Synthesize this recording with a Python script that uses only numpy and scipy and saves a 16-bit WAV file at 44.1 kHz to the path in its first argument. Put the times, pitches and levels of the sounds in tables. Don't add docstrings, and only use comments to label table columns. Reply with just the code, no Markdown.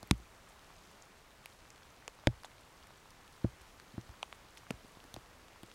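import sys
import numpy as np
from scipy import signal
from scipy.fft import rfft, irfft
from scipy.io import wavfile
from scipy.ndimage import uniform_filter1d, map_coordinates

SR = 44100
rng = np.random.default_rng(int(sys.argv[2]) if len(sys.argv) > 2 else 0)


def materialize(psi):
    bounded = np.clip(np.atleast_2d(psi).T, -1, 1)
    quanta = np.round(bounded * 32767).astype(np.int16)
    wavfile.write(sys.argv[1], SR, quanta)


def invert_db(level):
    return 10 ** (np.asarray(level, dtype=float) / 20)


N = 253134


def band(x, hz, width_hz):
    centre_hz = np.clip(hz, 20, 0.44 * SR)
    return signal.lfilter(*signal.iirpeak(centre_hz, hz / width_hz, fs=SR), x)


def curve(table):
    return invert_db(np.interp(np.arange(N) / SR, *np.transpose(table)))


def peak(x):
    return x / np.abs(x).max()


def walk(rate_hz):
    hold = int(SR / rate_hz)
    steps = np.repeat(rng.standard_normal(N // hold + 1), hold)
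    return 1.3 * uniform_filter1d(uniform_filter1d(steps, hold), hold)[:N]


def add(out, start_s, sound):
    i = int(start_s * SR)
    out[i:i + len(sound)] += sound[:N - i]


def ticks(table, width, crack, lag_ms):
    out, t = np.zeros(N), np.arange(2048) / SR
    for start_s, peak_db, hz, t60_s in table:
        carrier, flicker = rng.standard_normal((2, len(t)))
        decay = np.exp(-np.log(1000) * t / max(t60_s, 0.001))
        burst = carrier * invert_db(6.5 * flicker) * decay
        burst = burst + crack * (t == 0)
        ring = band(band(burst, hz, width * hz), hz, 1.59 * width * hz)
        add(out, start_s + lag_ms / 1000, invert_db(peak_db) * peak(ring))
    return out


def hush():
    # frequency in Hz, level in dB per Hz.
    spectrum = [(12, -40), (20, 2), (55, 0), (268, -8), (1110, -8), (5000, -19.5), (6430, -20.5),
                (15700, -31)]
    # time in seconds, level in dB.
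    level = [(0.0, -59), (0.19, -59.5), (0.82, -58.5), (1.26, -60), (1.52, -59.5), (4.57, -59.5),
             (4.75, -58.5), (5.74, -59.5)]
    f_hz = np.maximum(np.fft.rfftfreq(N, 1 / SR), 1)
    knot_hz, knot_db = np.transpose(spectrum)
    shape = invert_db(np.interp(np.log(f_hz), np.log(knot_hz), knot_db))
    shape[f_hz > 15850] *= 0.03
    noise = rfft(rng.standard_normal(N)) * shape
    swell_db = 0.35 * walk(3.0)
    out = 0
    for octave in np.arange(4, 15):
        share = np.clip(1 - np.abs(np.log2(f_hz) - octave), 0, 1)
        out = out + irfft(noise * share, N) * invert_db(swell_db + 0.48 * walk(13.0))
    return out / out.std() * curve(level) * invert_db(-0.56)


def patter():
    # time in seconds, level in dB.
    level = [(0, -72.5), (1.5, -70.5), (3, -72), (4, -71), (4.6, -71), (5.2, -75), (5.74, -69)]
    rate_hz, smear_s = 60, 0.0012
    out = np.zeros(N)
    for hz, db in [(450, -9.5), (1000, -3.5), (2200, -7), (4000, -5), (7000, -9)]:
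        chance, size = rng.random((2, N))
        clicks = (chance < rate_hz / SR) * invert_db(np.minimum(-2.5 * np.log(size), 7))
        smear = signal.lfilter([1], [1, -np.exp(-1 / (smear_s * SR))], clicks)
        smear = smear * rng.standard_normal(N)
        grains = band(band(smear, hz, 0.61 * hz), hz, 0.97 * hz)
        out += invert_db(db) * grains / grains.std()
    return out * curve(level)


def leaves():
    # ring in Hz, width as a share of the ring,
    # first contact over crackle, lag in ms, t60 of the droplet burst in seconds.
    response = [(1300, 0.64, 47, .9, 0.0077), (1550, 0.34, 50, .7, .006), (3300, 0.29, 32, .7, 0.0091),
                (5500, 0.3, 22, .6, 0.011), (8500, 0.47, 6.8, .6, 0.009)]
    # start in seconds, plop in dB, plop in Hz, snap in dB, snap in Hz.
    near = [(0.0287, -39.5, 640, -42.5, 4300), (0.1103, -20, 965, -22, 6600),
            (1.4578, -44.5, 730, -50, 11200), (2.0783, -35.5, 1050, -35.5, 3080),
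            (2.237, -45, 694, -53, 1620), (2.2704, -21, 610, -33, 7050), (2.4334, -41.5, 1140, -51, 4420),
            (2.4456, -36.5, 850, -41, 3500), (2.5085, -52, 904, -53, 3300), (3.4433, -55, 685, -44, 1550),
            (3.7982, -42.5, 1350, -45.5, 4730), (4.2287, -28, 830, -27.5, 3030),
            (4.3262, -37, 1100, -41.5, 3380), (4.7055, -34, 610, -28.5, 2600), (5.141, -45, 684, -35, 3730),
            (5.163, -37, 656, -46, 2600), (5.4828, -47.5, 1170, -50, 3320),
            (5.632, -45.5, 729, -46.5, 3240), (5.7148, -47, 1250, -46.5, 3400)]
    # start in seconds, spray in dB, spray in Hz, finer mist in dB.
    sprays = [(.0288, -47, 6340, -43), (.1105, -20, 5700, -28), (.593, -53, 5890, -58),
              (.7647, -48.5, 5640, -62), (1.0228, -40.5, 6300, -66), (1.4578, -42, 4900, -39),
              (1.703, -41.5, 6560, -61), (2.0783, -31.5, 6560, -47), (2.271, -42, 5400, -43),
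              (2.4337, -46, 5140, -45), (2.4463, -47, 5000, -45), (3.1053, -45.5, 5400, -50),
              (3.277, -59, 6500, -51), (3.3245, -53, 7190, -55), (3.616, -61, 5920, -51),
              (3.7985, -46, 4800, -53), (4.0118, -46, 5760, -62), (4.228, -35, 6500, -62),
              (4.3265, -49, 6670, -57), (4.551, -52, 6800, -55), (4.572, -51.5, 5076, -48),
              (4.7061, -39, 4970, -39), (5.04, -48, 6080, -50), (5.1405, -39, 5800, -39.5),
              (5.163, -43.5, 4910, -51), (5.7154, -51, 6210, -58), (5.6316, -52, 6550, -44.5),
              (5.6627, -58, 7440, -51)]
    # start in seconds, peak in dB, ring in Hz.
    broad = [(.0727, -50.5, 2120), (.474, -52, 1050), (.703, -47.5, 1220), (1.4412, -52, 1750),
             (1.458, -35, 2440), (1.653, -49, 1070), (1.704, -51, 2290), (1.821, -48.5, 1110),
             (2.0238, -51, 1640), (2.0787, -37.5, 2700), (2.4436, -47, 2290), (2.841, -49, 1030),
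             (2.8699, -50, 2030), (2.905, -45.5, 953), (3.378, -47, 1070), (3.413, -50, 930),
             (3.979, -39, 649), (4.092, -48, 895), (4.138, -50, 1550), (4.229, -32.5, 2530),
             (4.3257, -39.5, 2150), (4.5734, -45, 2190), (4.667, -45, 1130), (4.97, -48.5, 616),
             (5.04, -48.5, 1010), (5.2604, -53, 2540), (5.314, -53, 1450), (5.559, -47.5, 1100)]
    # start in seconds, peak in dB, ring in Hz.
    small = [(.073, -49, 12300), (.1795, -51.5, 8650), (.4903, -52, 8210), (0.5924, -50, 3460),
             (.6449, -53, 5350), (1.4495, -53, 3760), (1.703, -57, 4080), (1.9036, -50, 6230),
             (2.1889, -54, 5010), (2.4, -52, 3760), (2.581, -50, 3830), (2.609, -52, 8890),
             (2.827, -50, 3000), (2.8355, -52, 4920), (2.8696, -51, 9980), (3.278, -49, 3150),
             (3.4396, -52, 3410), (3.7987, -47.5, 2000), (3.88, -52, 3670), (4.012, -50, 3080),
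             (4.1126, -51, 5890), (4.572, -43.5, 3280), (4.8808, -52, 8440), (4.9187, -51, 9040),
             (4.9506, -52, 3520), (5.002, -44.5, 3150), (5.4824, -52, 6440), (5.5313, -50, 2500),
             (5.6326, -53, 2690), (5.7132, -50, 2500)]
    mist_hz = 9300

    plops = [(s, db, hz) for s, db, hz, _, _ in near]
    snaps = [(s, db, hz) for s, _, _, db, hz in near]
    spray = [(s, db, hz) for s, db, hz, _ in sprays]
    mist = [(s, db, mist_hz) for s, _, _, db in sprays]
    out, columns = 0, np.transpose(response)
    for start_s, db, hz in broad + small + plops + snaps + spray + mist:
        width, crack, lag_ms, t60_s = (np.interp(hz, columns[0], column) for column in columns[1:])
        out = out + ticks([(start_s, db, hz, t60_s)], width, crack, lag_ms)
    return out


def cover():
    # start in
    # seconds, blow in dB, brightness in dB per octave, deep modes in dB, rim echo in ms.
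    middle_drips = [(0.03, -44, -3, -5, 3), (0.1275, -28.5, -7, -3, 2.4), (0.198, -52, -3, 3, 3.1),
                    (3.4437, -17.5, -3, -1, 2.98), (3.53, -58, -12, 6, 3.1), (3.608, -53, -7, 14, 3.3),
                    (3.94, -44.5, 2, -5, 3.7), (3.9793, -29, -2.5, -8, 2.93), (4.092, -45, -12, 6, 3.35),
                    (4.739, -45.5, -14, 11, 3), (4.847, -47.5, 8, -8, 2.16), (4.969, -48.5, 1, -3, 2.6),
                    (5.046, -51.5, 10, -6, 4), (5.14, -46.5, -5, 0, 3.4), (5.6322, -41, 2.5, -9, 2.96)]
    # start in seconds, blow in dB, brightness in dB per octave,
    # travel in ms at 121 Hz, rim echo in ms.
    edge_drips = [
        (0.1095, -14.5, -7.5, 2.03, 2.32),
        (2.2696, -15, 6.5, 3.16, 0.83),
        (4.7031, -31, 11, 0.67, 5.28),
        (5.163, -41, 2, 3.4, 7.29),
    ]
    # frequency in Hz, level in dB,
    # t60 in seconds.
    modes = [(58, -16, 0.29), (62, 10.5, 0.017), (88, -16, 0.19), (118.7, 3, 0.096), (185, 7, 0.029),
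             (254, 3.5, 0.039), (334, 2.2, 0.042), (456, -18, 0.018), (528, -5.5, 0.014), (640, -28, 0.046),
             (805, -40, 0.031)]
    middle_travel_ms = 0.06

    drips = [(s, blow, tilt, middle_travel_ms, deep, rim) for s, blow, tilt, deep, rim in middle_drips]
    for s, blow, tilt, travel, rim in edge_drips:
        deep = -13.5 + 4.3 * travel + 0.66 * tilt
        drips.append((s, blow, tilt, travel, deep, rim))

    out = np.zeros(N)
    hz, mode_db, t60_s = np.array(modes).T[:, :, None]
    low_cut = signal.butter(2, 50, "high", fs=SR, output="sos")
    for start_s, blow_db, tilt_db, travel_ms, deep_db, rim_ms in drips:
        delay_s = travel_ms / 1000 * np.sqrt(121 / hz)
        t = np.maximum(np.arange(SR // 3) / SR - delay_s, 0)
        gain = invert_db(mode_db + tilt_db * np.log2(hz / 121) + deep_db * (hz < 100))
        gain = gain * np.cos(2 * np.pi * hz * rim_ms / 1000)
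        decay = np.exp(-np.log(1000) * t / t60_s)
        onset = 1 - np.exp(-t / 0.0007)
        ring = gain * np.sin(2 * np.pi * hz * t) * decay * onset
        add(out, start_s, invert_db(blow_db) * peak(signal.sosfilt(low_cut, ring.sum(axis=0))))
    return out


def cracks():
    # start in seconds, peak in dB, centre in Hz, echo in ms.
    blows = [
        (0.1109, -10.5, 3200, .665),
        (2.2717, -13.5, 2200, .71),
    ]
    echo_share = 0.8
    out = 0
    for start_s, peak_db, hz, echo_ms in blows:
        crack = ticks([(start_s, peak_db, hz, 0.005)], width=0.95, crack=33, lag_ms=0)
        echo = map_coordinates(crack, [np.arange(N) - echo_ms / 1000 * SR], order=1)
        out = out + crack - echo_share * echo
    return out


def knocks():
    # start in seconds, peak in dB, ring in Hz, t60 in seconds.
    rebounds = [(2.0792, -46, 4200, .004), (3.6, -52, 1600, .004), (3.4492, -40, 710, .012),
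                (2.0798, -43.5, 460, 0.0074), (2.0792, -46, 1650, .005), (2.2745, -28, 620, .012),
                (2.2722, -24, 1650, 0.0084), (3.4445, -52, 1150, .005), (3.4470, -34, 520, 0.0062),
                (4.2348, -45, 910, .005), (4.3268, -52, 560, .005), (6.5, -44, 3700, .005),
                (4.7093, -34, 6300, .003), (4.7075, -37, 416, .006), (5.1417, -40, 12300, .006),
                (5.6322, -50, 12500, .006)]
    return ticks(rebounds, width=0.4, crack=50, lag_ms=0)


def splashes():
    # start in seconds, peak in dB, ring in Hz, t60 in seconds.
    bursts = [
        (2.4495, -50, 900, .04),
        (2.4495, -50, 3570, 0.049),
        (2.4495, -48, 7000, 0.058),
        (2.515, -53, 2400, .01),
        (4.5765, -48, 2900, 0.058),
        (4.5765, -49.5, 5800, 0.055),
        (4.5765, -58, 10500, .05),
        (4.707, -39, 1300, .018),
    ]
    return ticks(bursts, width=0.37, crack=0.1, lag_ms=0.01)


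def scene():
    drops = leaves() + knocks() + splashes()
    return (cover() + cracks() + drops + patter() + hush())[None]


def band_limit(x):
    return signal.sosfilt(signal.butter(12, 16710, fs=SR, output="sos"), x)


def record(dry):
    top_cut = signal.butter(14, 16500, fs=SR, output="sos")
    return band_limit(signal.sosfilt(top_cut, dry))


dry = scene()
out = record(dry)
materialize(out)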